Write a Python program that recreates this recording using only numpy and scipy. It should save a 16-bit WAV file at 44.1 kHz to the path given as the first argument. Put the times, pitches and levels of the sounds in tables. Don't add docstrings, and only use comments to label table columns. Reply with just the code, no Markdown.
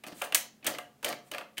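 import sys
import numpy as np
from scipy import signal
from scipy.fft import rfft, irfft
from scipy.io import wavfile
from scipy.ndimage import uniform_filter1d

SR = 44100
rng = np.random.default_rng(int(sys.argv[2]) if len(sys.argv) > 2 else 0)


def to_wav(sig):
    pcm = np.clip(np.atleast_2d(sig), -1, 1) * 32767
    pcm = np.round(pcm).astype(np.int16)
    wavfile.write(sys.argv[1], SR, pcm.T)


N = 70560
T = np.arange(N) / SR


def from_db(db):
    return 10 ** (np.asarray(db) / 20)


def unit(x):
    return x / np.sqrt(np.sum(x ** 2) + 1e-20)


def at_hz(points, hz):
    point_hz, values = np.transpose(points)
    return np.interp(np.log(np.maximum(hz, 1)), np.log(point_hz), values)


def colour(x, points, even=False):
    size = 2 * len(x)
    spectrum = rfft(x, size)
    gain = from_db(at_hz(points, np.fft.rfftfreq(size, 1 / SR)))
    if even:
        smooth_power = uniform_filter1d(np.abs(spectrum) ** 2, size=120)
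        gain = gain / np.sqrt(smooth_power + 1e-12)
    cepstrum = irfft(np.log(gain))
    cepstrum[1:size // 2] *= 2
    cepstrum[size // 2 + 1:] = 0
    return irfft(spectrum * np.exp(rfft(cepstrum)))[:len(x)]


def add(out, start_s, x):
    i = max(int(start_s * SR), 0)
    out[i:i + len(x)] += x[:max(N - i, 0)]


def ring(modes, build_ms, spread_db=3.0, size=9000):
    hz, db, t60 = np.transpose(modes)[:, :, None]
    t = T[:size]
    strength = db + spread_db * rng.standard_normal(hz.shape)
    detune = 0.008
    hz = hz * (1 + detune * rng.standard_normal(hz.shape))
    waves = np.sin(2 * np.pi * (hz * t + rng.random(hz.shape)))
    fade = np.exp(-np.log(1000) * t / t60)
    modes_sum = (from_db(strength) * fade * waves).sum(0)
    build = 1 - np.exp(-t * 1000 / build_ms)
    return unit(modes_sum * build)


def chatter(decay_ms, points, size=4096):
    rise_ms, shortest_ms = 0.47, 0.3
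    t_ms = T[:size] * 1000
    fade = np.exp(-t_ms / max(decay_ms, shortest_ms))
    rise = 1 - np.exp(-t_ms / rise_ms)
    burst = rng.standard_normal(size) * fade * rise
    return unit(colour(burst, points, even=True))


def thin(x):
    return signal.sosfilt(signal.butter(2, 940, "high", fs=SR, output="sos"), x)


def resonate(x, hz):
    lift_db, width_hz = 9.5, 160
    b, a = signal.iirpeak(hz, hz / width_hz, fs=SR)
    peak = signal.lfilter(b, a, x)
    return unit(x + (from_db(lift_db) - 1) * peak)


# (f/Hz, relative level/dB)
NOISE_COLOUR = [(25, -13), (60, -10.5), (130, 3.5), (220, 8), (350, 0), (600, -3.5), (1000, -9),
                (2500, -12), (5000, -17.5), (16000, -19.5)]
# (f/Hz, level/dB)
HUM_TONES = [(134, -80), (221, -70.5)]


def background():
    hum = 0
    for hz, db in HUM_TONES:
        tone = np.sin(2 * np.pi * (hz * T + rng.random()))
        hum = hum + from_db(db) * np.sqrt(2) * tone
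    noise_db = -65
    noise = unit(colour(rng.standard_normal(N), NOISE_COLOUR)) * np.sqrt(N)
    return hum + from_db(noise_db) * noise


# (f/Hz, relative level/dB, time to fade by 60 dB t/s)
DOOR_MODES = [(55, -11, 0.025), (137.4, -4.5, 0.1), (175, -1, 0.055), (224.8, -4.5, 0.15),
              (290.6, 0.5, 0.14), (324, -2, 0.15), (370, 2.5, .06)]


def door_thud():
    return ring(DOOR_MODES, build_ms=4.3)


# (f/Hz, relative level/dB, time to fade by 60 dB t/s)
PANEL_MODES = [(480.6, -7.5, 0.12), (550.2, -3, 0.23), (589.4, 2.5, 0.097), (640, -3, .08),
               (714.3, -4, 0.25), (854, -9.5, .08), (1161.7, -0.5, 0.08), (1236, -14.5, 0.052),
               (1625, -6.5, .16), (1786, -5, 0.076), (1908, -7.5, 0.13), (2090, -6, .15)]


def panel_ring():
    return ring(PANEL_MODES, build_ms=3.4)


# (f/Hz, relative level/dB)
RATTLE_COLOUR = [(250, -29.5), (550, 2), (850, -0.5), (980, -3.5), (1170, 0.5), (1450, -1), (1800, -7),
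                 (2400, -32.5)]


def rattle(decay_ms):
    return chatter(decay_ms * 3.8, RATTLE_COLOUR)


# (f/Hz, relative level/dB)
CLACK_COLOUR = [(1200, -26.5), (1700, -0.5), (2050, -0.5), (2350, 0.5), (2750, 0.5), (3150, 0),
                (3700, -4.5), (4500, -9), (6500, -27.5)]


def clack(decay_ms, hz):
    return thin(resonate(chatter(decay_ms * 1.2, CLACK_COLOUR), hz))


# (f/Hz, relative level/dB)
CLICK_COLOUR = [(2800, -6.5), (4000, -2), (5200, -4.5), (6200, 1), (7300, -1.5), (9000, 3), (11000, -5),
                (13100, 1.5), (14500, -8.5), (16000, -2)]


def claw_click(decay_ms):
    return thin(chatter(decay_ms, CLICK_COLOUR))


# (t/s, base chatter decay t/ms, door thud level/dB, panel ring level/dB, rattle level/dB,
#  clack level/dB, clack resonance f/Hz, claw click level/dB)
FLAP_KNOCKS = [ (0.0366, 4.7, -55, -55.5, -45.5, -41.5, 2510, -49.5),
               (.0657, 3.1, -44.5, -50, -45.5, -47, 2540, -46.5),
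               (.0720, 5.6, -46, -74, -55, -54, 3100, -46), (0.081, 2.3, -65, -46.5, -53.5, -51, 2680, -52),
               (.1230, 5.1, -44.5, -48, -53.5, -50.5, 3100, -58),
               (.2150, 8.5, -58, -37, -33, -34.5, 2410, -47),
               (.2182, 2.4, -64, -34, -32.5, -35.5, 2720, -34.5),
               (.2370, 4.0, -50, -67, -57, -40.5, 2950, -46), (0.2571, 2.0, -54, -43, -45, -65, 2500, -60),
               (0.3229, 2.5, -49, -40.5, -39.5, -31.5, 2790, -41.5),
               (0.3462, 4.7, -48, -41, -34.5, -24, 2010, -14),
               (0.3564, 0.71, -53, -51.5, -45, -28, 2080, -26.5),
               (0.627, 10, -59, -56, -63, -50.5, 2480, -96),
               (0.6444, 4.5, -45, -52.5, -44.5, -43, 2860, -42),
               (0.656, 9, -45, -38.5, -41, -35, 2690, -73),
               (0.6657, 7.8, -38.5, -50, -38, -28, 1790, -22.5),
               (.6730, 4.9, -36.5, -31.5, -32.5, -31, 3260, -31.5),
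               (0.6997, 2.0, -39, -45, -42.5, -43, 1800, -51),
               (.7472, 8.4, -55.5, -48.5, -45, -39.5, 2000, -50),
               (0.785, 2.0, -57, -36, -39.5, -37, 2944, -41), (1.028, 6.0, -53, -54, -39, -45, 2620, -45.5),
               (1.0452, 4.1, -47.5, -44.5, -36.5, -28.5, 3110, -27.5),
               (1.0590, 5.6, -48, -33.5, -42.5, -36.5, 1800, -44),
               (1.0827, 2.5, -51.5, -43, -45, -40, 3600, -40),
               (1.0885, 2.7, -41, -32.5, -64, -42.5, 2390, -34.5),
               (1.0985, 1.6, -58, -45, -49.5, -46, 1810, -45),
               (1.1082, 1.7, -42.5, -36, -39, -47.5, 1800, -58),
               (1.126, 2.9, -46, -48.5, -39.5, -36, 2204, -46.5),
               (1.3146, 2.8, -45.5, -43.5, -44, -37, 2980, -39.5),
               (1.3358, 3.0, -50.5, -40.5, -43, -39.5, 2490, -51),
               (1.3460, 3.5, -54.5, -35.5, -39.5, -36.5, 2440, -46.5),
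               (1.3820, 1.8, -51, -36.5, -35.5, -36, 2540, -44.5),
               (1.41, 2.3, -53, -46, -41.5, -44.5, 2600, -59.5),
               (1.5700, 20, -60.5, -70, -52, -39.5, 2160, -49),
               (1.5798, 5, -47.5, -65, -45, -32, 3070, -35)]


def knocks():
    out = np.zeros(N)
    for start_s, decay_ms, thud_db, ring_db, rattle_db, clack_db, clack_hz, click_db in FLAP_KNOCKS:
        add(out, start_s, from_db(thud_db) * door_thud())
        add(out, start_s, from_db(ring_db) * panel_ring())
        add(out, start_s, from_db(rattle_db) * rattle(decay_ms))
        add(out, start_s, from_db(clack_db) * clack(decay_ms, clack_hz))
        add(out, start_s, from_db(click_db) * claw_click(decay_ms))
    level_window_s = 0.005
    return out * np.sqrt(level_window_s * SR)


# (f/Hz, time to fade by 60 dB t/s)
ROOM_FADE = [(120, 1), (300, 0.28), (700, 0.4), (2000, 0.26), (6000, 0.32), (10000, 0.17), (15000, .21)]


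def room(x, size=22050):
    level_db, delay_s, build_s = -6.5, 0.0022, 0.00046
    t, hz = T[:size], np.fft.rfftfreq(size, 1 / SR)
    white = rfft(rng.standard_normal(size))
    build = np.clip((t - delay_s) / build_s, 0, 1)
    edges = np.geomspace(40, SR / 2, 19)
    tail = 0
    for low, high in zip(edges, edges[1:]):
        band = irfft(white * ((hz >= low) & (hz < high)), size)
        decay = np.exp(-np.log(1000) * t / at_hz(ROOM_FADE, np.sqrt(low * high)))
        tail = tail + unit(band * build * decay) * np.sqrt(2 * (high - low) / SR)
    spectrum = rfft(tail, 2 * size)
    smooth_power = uniform_filter1d(np.abs(spectrum) ** 2, size=70)
    even = irfft(spectrum / np.sqrt(smooth_power + 1e-2))[:size]
    return from_db(level_db) * signal.fftconvolve(x, unit(even * build))[:N]


# (f/Hz, relative level/dB)
DRAG_COLOUR = [(150, -21), (300, 8.5), (600, 16), (1000, 3), (2700, -10), (4500, 4.5), (9000, -17),
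               (16000, -20)]
# (start t/s, length t/s, level at full pressure/dB)
CLAW_DRAGS = [(0.055, 0.09, -50.5), (0.227, 0.05, -50.5), (0.679, 0.082, -46), (1.032, 0.079, -40.5),
              (1.094, 0.062, -44), (1.31, 0.095, -49.5)]


def drags():
    slips_per_s, spread_db = 600, 3.5
    happens = rng.random(N) < slips_per_s / SR
    direction = rng.choice([-1, 1], N)
    strength = from_db(spread_db * np.minimum(rng.exponential(1, N), 3))
    slips = happens * direction * strength
    pressure = 0
    for start_s, length_s, db in CLAW_DRAGS:
        progress = np.clip((T - start_s) / length_s, 0, 1)
        pressure = pressure + from_db(db) * np.sqrt(np.abs(np.sin(np.pi * progress)))
    return pressure * unit(colour(slips, DRAG_COLOUR)) * np.sqrt(N)


# (f/Hz, relative level/dB)
BRUSH_COLOUR = [(1000, -4), (3000, -0.5), (5000, -8), (8700, 1), (11000, -5.5), (13500, -5), (16000, -4.5)]
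# (peak t/s, rise t/s, fall t/s, peak level/dB)
PAW_BRUSHES = [(0.203, 0.077, 0.038, -49.5), (.249, .02, 0.011, -41), (1.288, 0.063, 0.01, -62)]


def brushes():
    speed = 0
    for peak_s, rise_s, fall_s, db in PAW_BRUSHES:
        swell = np.interp(T, [peak_s - rise_s, peak_s, peak_s + fall_s], [0, 1, 0])
        speed = speed + from_db(db) * swell
    return speed * unit(colour(rng.standard_normal(N), BRUSH_COLOUR)) * np.sqrt(N)


def scene(count=3):
    sliding = drags() + brushes()
    directions = [knocks() + sliding for _ in range(count)]
    reflections = sum(room(x) for x in directions) / np.sqrt(count)
    return (directions[0] + reflections + background())[None]


def record(dry):
    return signal.sosfilt(signal.ellip(10, .1, 70, 15750, fs=SR, output="sos"), dry)


dry = scene()
out = record(dry)
to_wav(out)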